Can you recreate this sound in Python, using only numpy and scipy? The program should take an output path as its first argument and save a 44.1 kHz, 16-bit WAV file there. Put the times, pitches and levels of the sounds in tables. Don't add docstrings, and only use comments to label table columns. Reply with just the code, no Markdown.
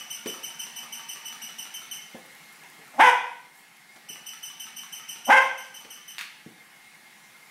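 import sys
import numpy as np
from scipy import signal
from scipy.io import wavfile
from scipy.ndimage import uniform_filter1d, minimum_filter1d

SR = 44100
rng = np.random.default_rng(int(sys.argv[2]) if len(sys.argv) > 2 else 0)


def amp(db):
    return 10 ** (np.asarray(db, float) / 20)


def write(x):
    x = np.atleast_2d(x).T
    wavfile.write(sys.argv[1], SR, np.round(np.clip(x, -1, 1) * 32767).astype(np.int16))


N = 330750
LEAD = 8820

# frequency in Hz, level in dB per Hz.
AIR_COLOUR = [(18, -60.5), (30, -10), (86, -26.5), (194, -7), (473, -14.5), (844, -14), (1960, -13),
              (2120, -0.5), (2540, -16.5), (10500, -15.5), (16000, -23.5)]
AIR_DB = -53.5
# frequency in Hz, time to fade by 60 dB in seconds.
ROOM_RING = [(150, 0.36), (500, 0.6), (1000, 0.55), (2000, 0.55), (4000, 0.7), (8000, 0.46), (14000, 0.38)]

# time in seconds, shaft turns per second in Hz.
MOTOR_SPEED = [(0, 224.6), (1.1, 230.7), (1.6, 224.3), (2.1, 213.6), (3.5, 211.7), (4.0, 213.3),
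               (4.3, 224.6), (5.2, 227.2), (5.9, 224.6), (6.15, 216.5), (6.5, 213), (7.5, 212)]
IDLE_HZ, BUSY_HZ = 211, 227
# multiple of shaft speed, level idling in dB, level busy in dB.
MAIN_TONES = [(1, -75, -67), (4, -74.5, -63.5), (10, -60, -61.5)]
# multiple of shaft speed, level in dB against the tenth multiple.
SIDE_TONES = [(5, -14.5), (8, -7), (9, -6.5), (20, -17.5)]
# frequency in Hz, level in dB per Hz.
GEAR_COLOUR = [(240, -53), (400, -18), (537, -30.5), (781, -6.5), (845, -8.5), (1000, -14.5), (1910, -8),
               (2070, -12.5), (2510, -10.5), (6000, -23), (7800, -69), (13200, -120)]
GEAR_IDLE_DB, GEAR_BUSY_DB = -53, -49.5
THROB_HZ, THROB_DB, THROBS_PER_S = 157, -66.5, 11.3

# start in seconds, peak in dB, board pitch in Hz,
# slap of the skin in dB, shudder pitch of the floor in Hz.
PAW_THUDS = [
    (.259, -24.5, 365, -13, 376),
    (2.146, -34, 233, -23, 559),
    (2.79, -47.5, 300, -12.5, 402),
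    (3.96, -45.5, 330, -1.5, 600),
    (4.099, -42, 190, -16.5, 400),
    (5.848, -41, 340, -3, 395.3),
    (6.462, -31.5, 202, -30.5, 267.6),
]
# start in seconds, peak in dB.
CLAW_SNAPS = [
    (6.183, -20),
    (6.191, -21),
    (6.211, -19.5),
    (6.219, -38),
]
# frequency in Hz, level in dB per Hz.
CLAW_COLOUR = [(240, -67), (400, -28), (873, -26), (957, -4), (2190, 5), (6890, -12.5), (9790, -14),
               (15500, -19.5)]
# start in seconds, length in seconds, level in dB.
SNIFFS = [
    (3.5, .17, -55.5),
    (3.9, .12, -62.5),
]
# start in seconds, peak in dB.
WHEEL_TICKS = [(2.2628, -43.5), (2.3506, -40.5), (2.5262, -42.5), (2.6998, -42), (2.8784, -42.5),
               (3.7678, -42)]

# squeak in seconds, pressure in dB, climb of the reed in seconds.
CAM_STROKES = [(-.06, -27.5, .013), (0.1063, -27, 0.015), (0.2717, -27.5, .013), (0.435, -28.5, 0.015),
               (0.595, -27.5, .013), (0.7623, -30, 0.011), (0.925, -29, 0.009), (1.09, -28.5, .013),
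               (1.2564, -29.5, 0.016), (1.4207, -30, 0.014), (1.5856, -29.5, 0.0063), (1.7397, -30.5, .008),
               (1.9123, -28, .004), (4.0888, -28.5, .008), (4.265, -27.5, .009), (4.431, -27.5, .012),
               (4.5983, -28, .009), (4.7651, -28.5, .009), (4.9269, -28, .011), (5.089, -27, 0.014),
               (5.253, -27, 0.015), (5.4129, -33.5, 0.0097), (5.5792, -31.5, .012), (5.7431, -31.5, 0.01),
               (5.905, -30.5, .012), (6.0793, -31, .008)]
TURN_S, RELEASE_S = .163, .0695
CLICK_UNDER_DB, CLICK_SPREAD_DB = -3.5, 1.2
# factor on body pitch, level in dB, time to fade by 60 dB in seconds.
SHELL_MODES = [(1.0, -4, 0.044), (1.7, -9.5, 0.014), (2.7, -9.5, 0.021), (3.6, -15.5, 0.0066)]
BODY_HZ, BODY_SPREAD_HZ = 1247, 110
# multiple of pitch, level in dB, dB lost per 10% of pitch sag.
REED_TONES = [(1, -2.5, 2.5), (2, -2.5, 2.5), (3, -7.5, 0.5), (4, -8, 5), (5, -19.5, 12)]
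REED_HZ, REED_SPREAD_HZ = 3037, 20
SAG, SAG_S, SAG_BEND, DB_PER_SAG = .2, .025, 1.7, 11.5
HOLD_S, SWELL_S = .006, .006
CLIMB_BEND, DB_PER_CLIMB = 1.6, 8

# time in seconds, pitch in Hz, effort in dB.
BARK_CURVES = [
    [(2.935, 200, -49), (2.975, 229.6, -47), (2.992, 293.6, -20.5), (2.999, 324.2, -8),
     (3.014, 442.4, -4.5), (3.04, 527.5, -10.5), (3.066, 495, -9), (3.1, 472.8, -10.5), (3.125, 440, -61)],
    [(5.262, 200, -54.5), (5.283, 233.4, -26.5), (5.298, 291.4, -11.5), (5.308, 415.3, -6.5),
     (5.32, 441.3, -8.5), (5.329, 525.8, -5.5), (5.35, 527.7, -15.5), (5.385, 520, -6), (5.42, 467, -56)],
]
# roughness when tense from 0 to 1, widest mouth as a factor on the throat,
# brightness in dB.
BARK_MANNER = [
    (.2, 1.008, 0),
    (.17, 0.967, 1),
]
# resonance in Hz, width in Hz, level in dB.
CHEST = [(248.5, 98, -14.5), (520, 140, -15)]
CHEST_SLACK_DB = 11
# resonance in Hz, width in Hz, level in dB.
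MOUTH = [(1605, 345, -1), (2120, 690, -5.5), (3246, 825, -19.5)]
JAW_HZ, JAW_WIDTH_HZ = 885, 300
# resonance in Hz, width in Hz, level in dB.
TEETH_RASP = [(3700, 700, -31.5), (5830, 2800, -32), (8470, 3200, -37), (10700, 3100, -48)]
SLACK_HZ, TENSING_HZ = 200, 95
ROUGH_SLACK, MOUTH_SLACK = 1, 0.79
JITTER, WOBBLE = 0.007, .015
TOP_HZ = 520
BRIGHT_DB_PER_OCTAVE, BRIGHT_PER_EFFORT, RASP_DB_PER_OCTAVE = 12, 0.33, 6

# frequency in Hz, level in dB per Hz.
RECORDER_RUMBLE = [(20, -1.5), (45, 1.5), (120, -5), (200, -42), (400, -90)]
EDGE_HZ = 15800
# frequency in Hz, dB under that neighbour.
NEAR_MASK = [(3500, 16.5), (4500, 41), (7000, 22.5), (10000, 24), (13500, 20), (16000, 6)]
# frequency in Hz, dB under that band.
FAR_MASK = [(4000, 62), (10000, 54), (13000, 51), (16000, 40.5)]


def evened(x):
    return x / np.sqrt(np.mean(x ** 2) + 1e-20)


def read(points, hz):
    f, value = np.transpose(points)
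    return np.interp(np.log(hz + 1), np.log(f + 1), value)


def add(mix, s, sound):
    part = mix[round(s * SR) + LEAD:][:len(sound)]
    part += sound[:len(part)]


def resonate(x, hz, width):
    turn = np.exp(2j * np.pi * np.cumsum(hz * np.ones(len(x))) / SR)
    r = np.exp(-np.pi * width / SR)
    smooth = signal.lfilter([1 - r], [1, -r], x / turn + 1e-18)
    return 2 * (turn * smooth).real


def steep(x, hz, width):
    return resonate(resonate(x, hz, width), hz, width)


def wander(count, span):
    once = uniform_filter1d(rng.standard_normal(count), span)
    return evened(uniform_filter1d(once, span))


def noise(colour, patchy_db, count=N + LEAD):
    hz = np.fft.rfftfreq(1024, 1 / SR)
    a, b, patches = rng.standard_normal((count // 256 + 5, 513, 3)).T
    patches = evened(uniform_filter1d(uniform_filter1d(patches, 10, 0), 12, 1))
    z = (a + 1j * b) * amp(read(colour, hz)[:, None] + patchy_db * patches)
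    return evened(signal.istft(z, nperseg=1024, noverlap=768)[1][:count])


def room(x, first_s):
    taps = np.zeros(SR)
    at = np.arange(round(first_s * SR), SR - 20, 20)
    taps[at + rng.integers(0, 20, len(at))] = rng.choice([-1., 1.], len(at))
    hz, t, z = signal.stft(taps, SR, nperseg=256)
    fade = amp(-60 * t / read(ROOM_RING, hz)[:, None])
    tail = signal.istft(z * fade, SR, nperseg=256)[1]
    return signal.fftconvolve(x, tail / np.linalg.norm(tail))[:len(x)]


def air():
    return amp(AIR_DB) * noise(AIR_COLOUR, 1.6)


def motor():
    t = (np.arange(N + LEAD) - LEAD) / SR
    hz = np.interp(t, *np.transpose(MOTOR_SPEED))
    busy = (hz - IDLE_HZ) / (BUSY_HZ - IDLE_HZ)
    gear_db = GEAR_IDLE_DB + (GEAR_BUSY_DB - GEAR_IDLE_DB) * np.clip(2.8 * busy, 0, 1)
    turns = np.cumsum(hz * (1 + 0.00795 * wander(len(t), span=900))) / SR
    tones = [(k, idle_db + (busy_db - idle_db) * busy) for k, idle_db, busy_db in MAIN_TONES]
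    tenth_db = tones[-1][1]
    tones += [(k, tenth_db + db) for k, db in SIDE_TONES]
    whine = sum(amp(db + 4.6 * wander(len(t), span=700)) * np.sin(2 * np.pi * k * turns) for k, db in tones)
    wobble = np.cumsum(THROBS_PER_S * (1 + 0.039 * wander(len(t), span=6000))) / SR
    throb = resonate(rng.standard_normal(len(t)), THROB_HZ, 36) * np.sin(np.pi * wobble) ** 2
    rattle = amp(gear_db - 2.0) * noise(GEAR_COLOUR, 2.2)
    return np.sqrt(2) * whine + rattle + amp(THROB_DB) * evened(throb)


def tick(s, db):
    t = np.arange(900) / SR
    burst = amp(-60 * t / .02) * rng.standard_normal(len(t))
    return s, amp(db - 6) * steep(burst, 11500, 9000)


def sniff(s, length, db):
    hiss = steep(rng.standard_normal(round(length * SR)), 10500, 9000)
    return s, amp(db) * evened(hiss) * np.hanning(len(hiss))


def claw(s, db):
    t = np.arange(4000) / SR
    snap, scrape = amp(-2.5 - 60 * t / 0.0038), amp(-12 - 60 * t / 0.14)
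    skid = noise(CLAW_COLOUR, 0, count=4000) * (snap + scrape)
    return s, amp(db) * signal.sosfilt(signal.butter(3, 800, "high", fs=SR, output="sos"), skid)


def thud(s, db, board_hz, slap_db, shudder_hz):
    t = np.arange(4000) / SR
    modes = [(.8, 0.5, 0.022), (1.0, 6, 0.024), (1.35, -3.5, 0.033), (2.1, -20.5, 0.024)]
    board = sum(amp(g - 60 * t / t60) * np.sin(2 * np.pi * k * board_hz * t) for k, g, t60 in modes)
    shudder = steep(rng.standard_normal(len(t)), shudder_hz, 1.05 * shudder_hz) * amp(8.0 - 60 * t / 0.13)
    slap = resonate(rng.standard_normal(len(t)), 1700, 1482) * amp(slap_db + 11.5 - 60 * t / 0.099)
    soft_start = 1 - np.exp(-t / 0.0016)
    return s, amp(db) * ((board + shudder) * soft_start + slap)


def click(s, db, body_hz):
    t = np.arange(1500) / SR
    shell = sum(amp(g - 60 * t / t60) * np.sin(2 * np.pi * k * body_hz * t) for k, g, t60 in SHELL_MODES)
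    dull = resonate(amp(8.5 - 60 * t / 0.0081) * rng.standard_normal(len(t)), 1950, 1800)
    return s, amp(db - 4.5) * (0.77 * shell + dull)


def squeak(s, db, top_hz, climb_s):
    climb_s = max(climb_s, .003)
    t = np.arange(-climb_s, HOLD_S + SAG_S, 1 / SR)
    climbing = t < 0
    way = np.where(climbing, -t / max(climb_s, .008), np.maximum(t - HOLD_S, 0) / SAG_S)
    sag = np.sin(np.pi / 2 * way) ** np.where(climbing, CLIMB_BEND, SAG_BEND)
    factor = 1 - SAG * sag
    swell = 1 - np.exp(-(t + climb_s) / (SWELL_S * (climb_s / 0.015) ** 2))
    edges = swell * np.minimum((t[-1] - t) / .004, 1)
    turns = np.cumsum(top_hz * factor * (1 + 0.0095 * wander(len(t), span=40))) / SR
    reed = sum(amp(g - 10 * lost_db * (1 - factor)) * np.sin(2 * np.pi * k * turns + k)
               for k, g, lost_db in REED_TONES)
    pressure_db = db - 5 - np.where(climbing, DB_PER_CLIMB, DB_PER_SAG) * sag ** 0.91
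    return s + .003 - climb_s, amp(pressure_db) * edges * reed


def cam():
    s, db, climb_s = np.transpose(CAM_STROKES)
    a, b, c = rng.standard_normal((len(s), 3)).T
    squeaks = list(zip(s, db, REED_HZ + REED_SPREAD_HZ * a, climb_s))
    turn_s = np.maximum(s, np.append(s[0], s[:-1] + TURN_S))
    click_db = db + CLICK_UNDER_DB + CLICK_SPREAD_DB * b
    clicks = np.transpose([turn_s + RELEASE_S, click_db, BODY_HZ + BODY_SPREAD_HZ * c])
    keeps_turning = np.append(np.diff(s) < 1, True)
    creak = (2.637, -38, 970)
    return squeaks, list(clicks[keeps_turning]) + [creak]


def bark(rows, hoarse, widest, manner_db):
    s, *columns = np.transpose(rows)
    t = np.arange(s[0], s[-1], 1 / SR)
    hz, effort_db = (np.interp(t, s, c) for c in columns)
    slack = np.exp(-(hz - SLACK_HZ) / TENSING_HZ)
    octaves = np.log2(hz / TOP_HZ)
    rough = np.clip(hoarse + (ROUGH_SLACK - hoarse) * slack, 0, 1)
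    mouth = widest + (MOUTH_SLACK - widest) * slack
    bright_db = manner_db + BRIGHT_DB_PER_OCTAVE * octaves + BRIGHT_PER_EFFORT * np.maximum(effort_db, -25)
    shake = (JITTER + 0.1 * rough) * wander(len(t), span=60) + WOBBLE * wander(len(t), span=500)
    turns = np.cumsum(hz * (1 + shake)) / SR
    folds = sum(np.cos(2 * np.pi * k * turns) for k in range(1, 14))
    puffs = (0.26 + np.exp(-(turns % 1) / 0.34)) * rng.standard_normal(len(t))
    drive = (1 - rough) * evened(folds) + rough * evened(puffs)
    chest = sum(amp(db + CHEST_SLACK_DB * slack) * steep(drive, f, w) for f, w, db in CHEST)
    jaw = steep(drive, JAW_HZ * mouth, JAW_WIDTH_HZ)
    lips = sum((-1) ** k * amp(db) * steep(drive, f * mouth, w) for k, (f, w, db) in enumerate(MOUTH))
    rasp = sum(amp(db + RASP_DB_PER_OCTAVE * octaves + 2.3 * wander(len(t), span=350))
               * steep(evened(puffs), f, w) for f, w, db in TEETH_RASP)
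    throat = chest - jaw + amp(bright_db) * lips + rasp
    level = np.sqrt(uniform_filter1d(throat ** 2, 400) + 1e-12)
    return s[0], amp(effort_db) * throat / level * signal.windows.tukey(len(t), .08)


def scene():
    dog, feet, *toy = np.zeros((5, N + LEAD))
    for source, table in [(thud, PAW_THUDS), (claw, CLAW_SNAPS), (sniff, SNIFFS), (tick, WHEEL_TICKS)]:
        for row in table:
            add(feet, *source(*row))
    for source, table in zip([squeak, click], cam()):
        for k, row in enumerate(table):
            add(toy[k % len(toy)], *source(*row))
    for rows, manner in zip(BARK_CURVES, BARK_MANNER):
        add(dog, *bark(rows, *manner))
    wet = amp(-3.5) * room(dog, .009) + amp(-3.5) * room(feet, 0.0041)
    wet = wet + amp(3.0) * sum(room(x, .004) for x in toy)
    return (dog + feet + sum(toy) + wet + motor() + air())[None, LEAD:]


def masked(x):
    hz, t, z = signal.stft(x, SR, nperseg=2048, noverlap=1024)
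    band_db = 10 * np.log10(uniform_filter1d(abs(z) ** 2, size=13, axis=1) + 1e-20)
    loudest_near_db = -minimum_filter1d(-band_db, size=141, axis=1)
    near_db = loudest_near_db - read(NEAR_MASK, hz)[:, None]
    far_db = band_db.max(axis=1, keepdims=True) - read(FAR_MASK, hz)[:, None]
    quiet = (band_db < np.maximum(near_db, far_db)) & (hz > 3900)[:, None]
    return signal.istft(z * ~quiet, SR, nperseg=2048, noverlap=1024)[1][:, :N]


def roll_off(x):
    return signal.sosfilt(signal.butter(12, 16710, fs=SR, output="sos"), x)


def record(dry):
    power_db = 10 * np.log10(abs(uniform_filter1d(dry[0] ** 2, 600)) + 1e-12)
    fall = np.arange(N) * 4.14 / SR
    held_db = np.maximum.accumulate(power_db + fall) - fall
    over_db = np.maximum(held_db + 20.0, 0)
    ducked = dry / amp(0.34 * uniform_filter1d(over_db, 300))
    rounded = 0.97 * np.tanh(ducked / 1.027)
    cut = signal.sosfilt(signal.butter(3, 135, "high", fs=SR, output="sos"), rounded)
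    cut = cut + amp(-90) * noise(RECORDER_RUMBLE, 4, count=N)
    edge = signal.firwin(511, EDGE_HZ, window=("kaiser", 9), fs=SR)
    edged = signal.oaconvolve(cut, edge[None], "same")
    return roll_off(masked(edged))


dry = scene()
out = record(dry)
write(out)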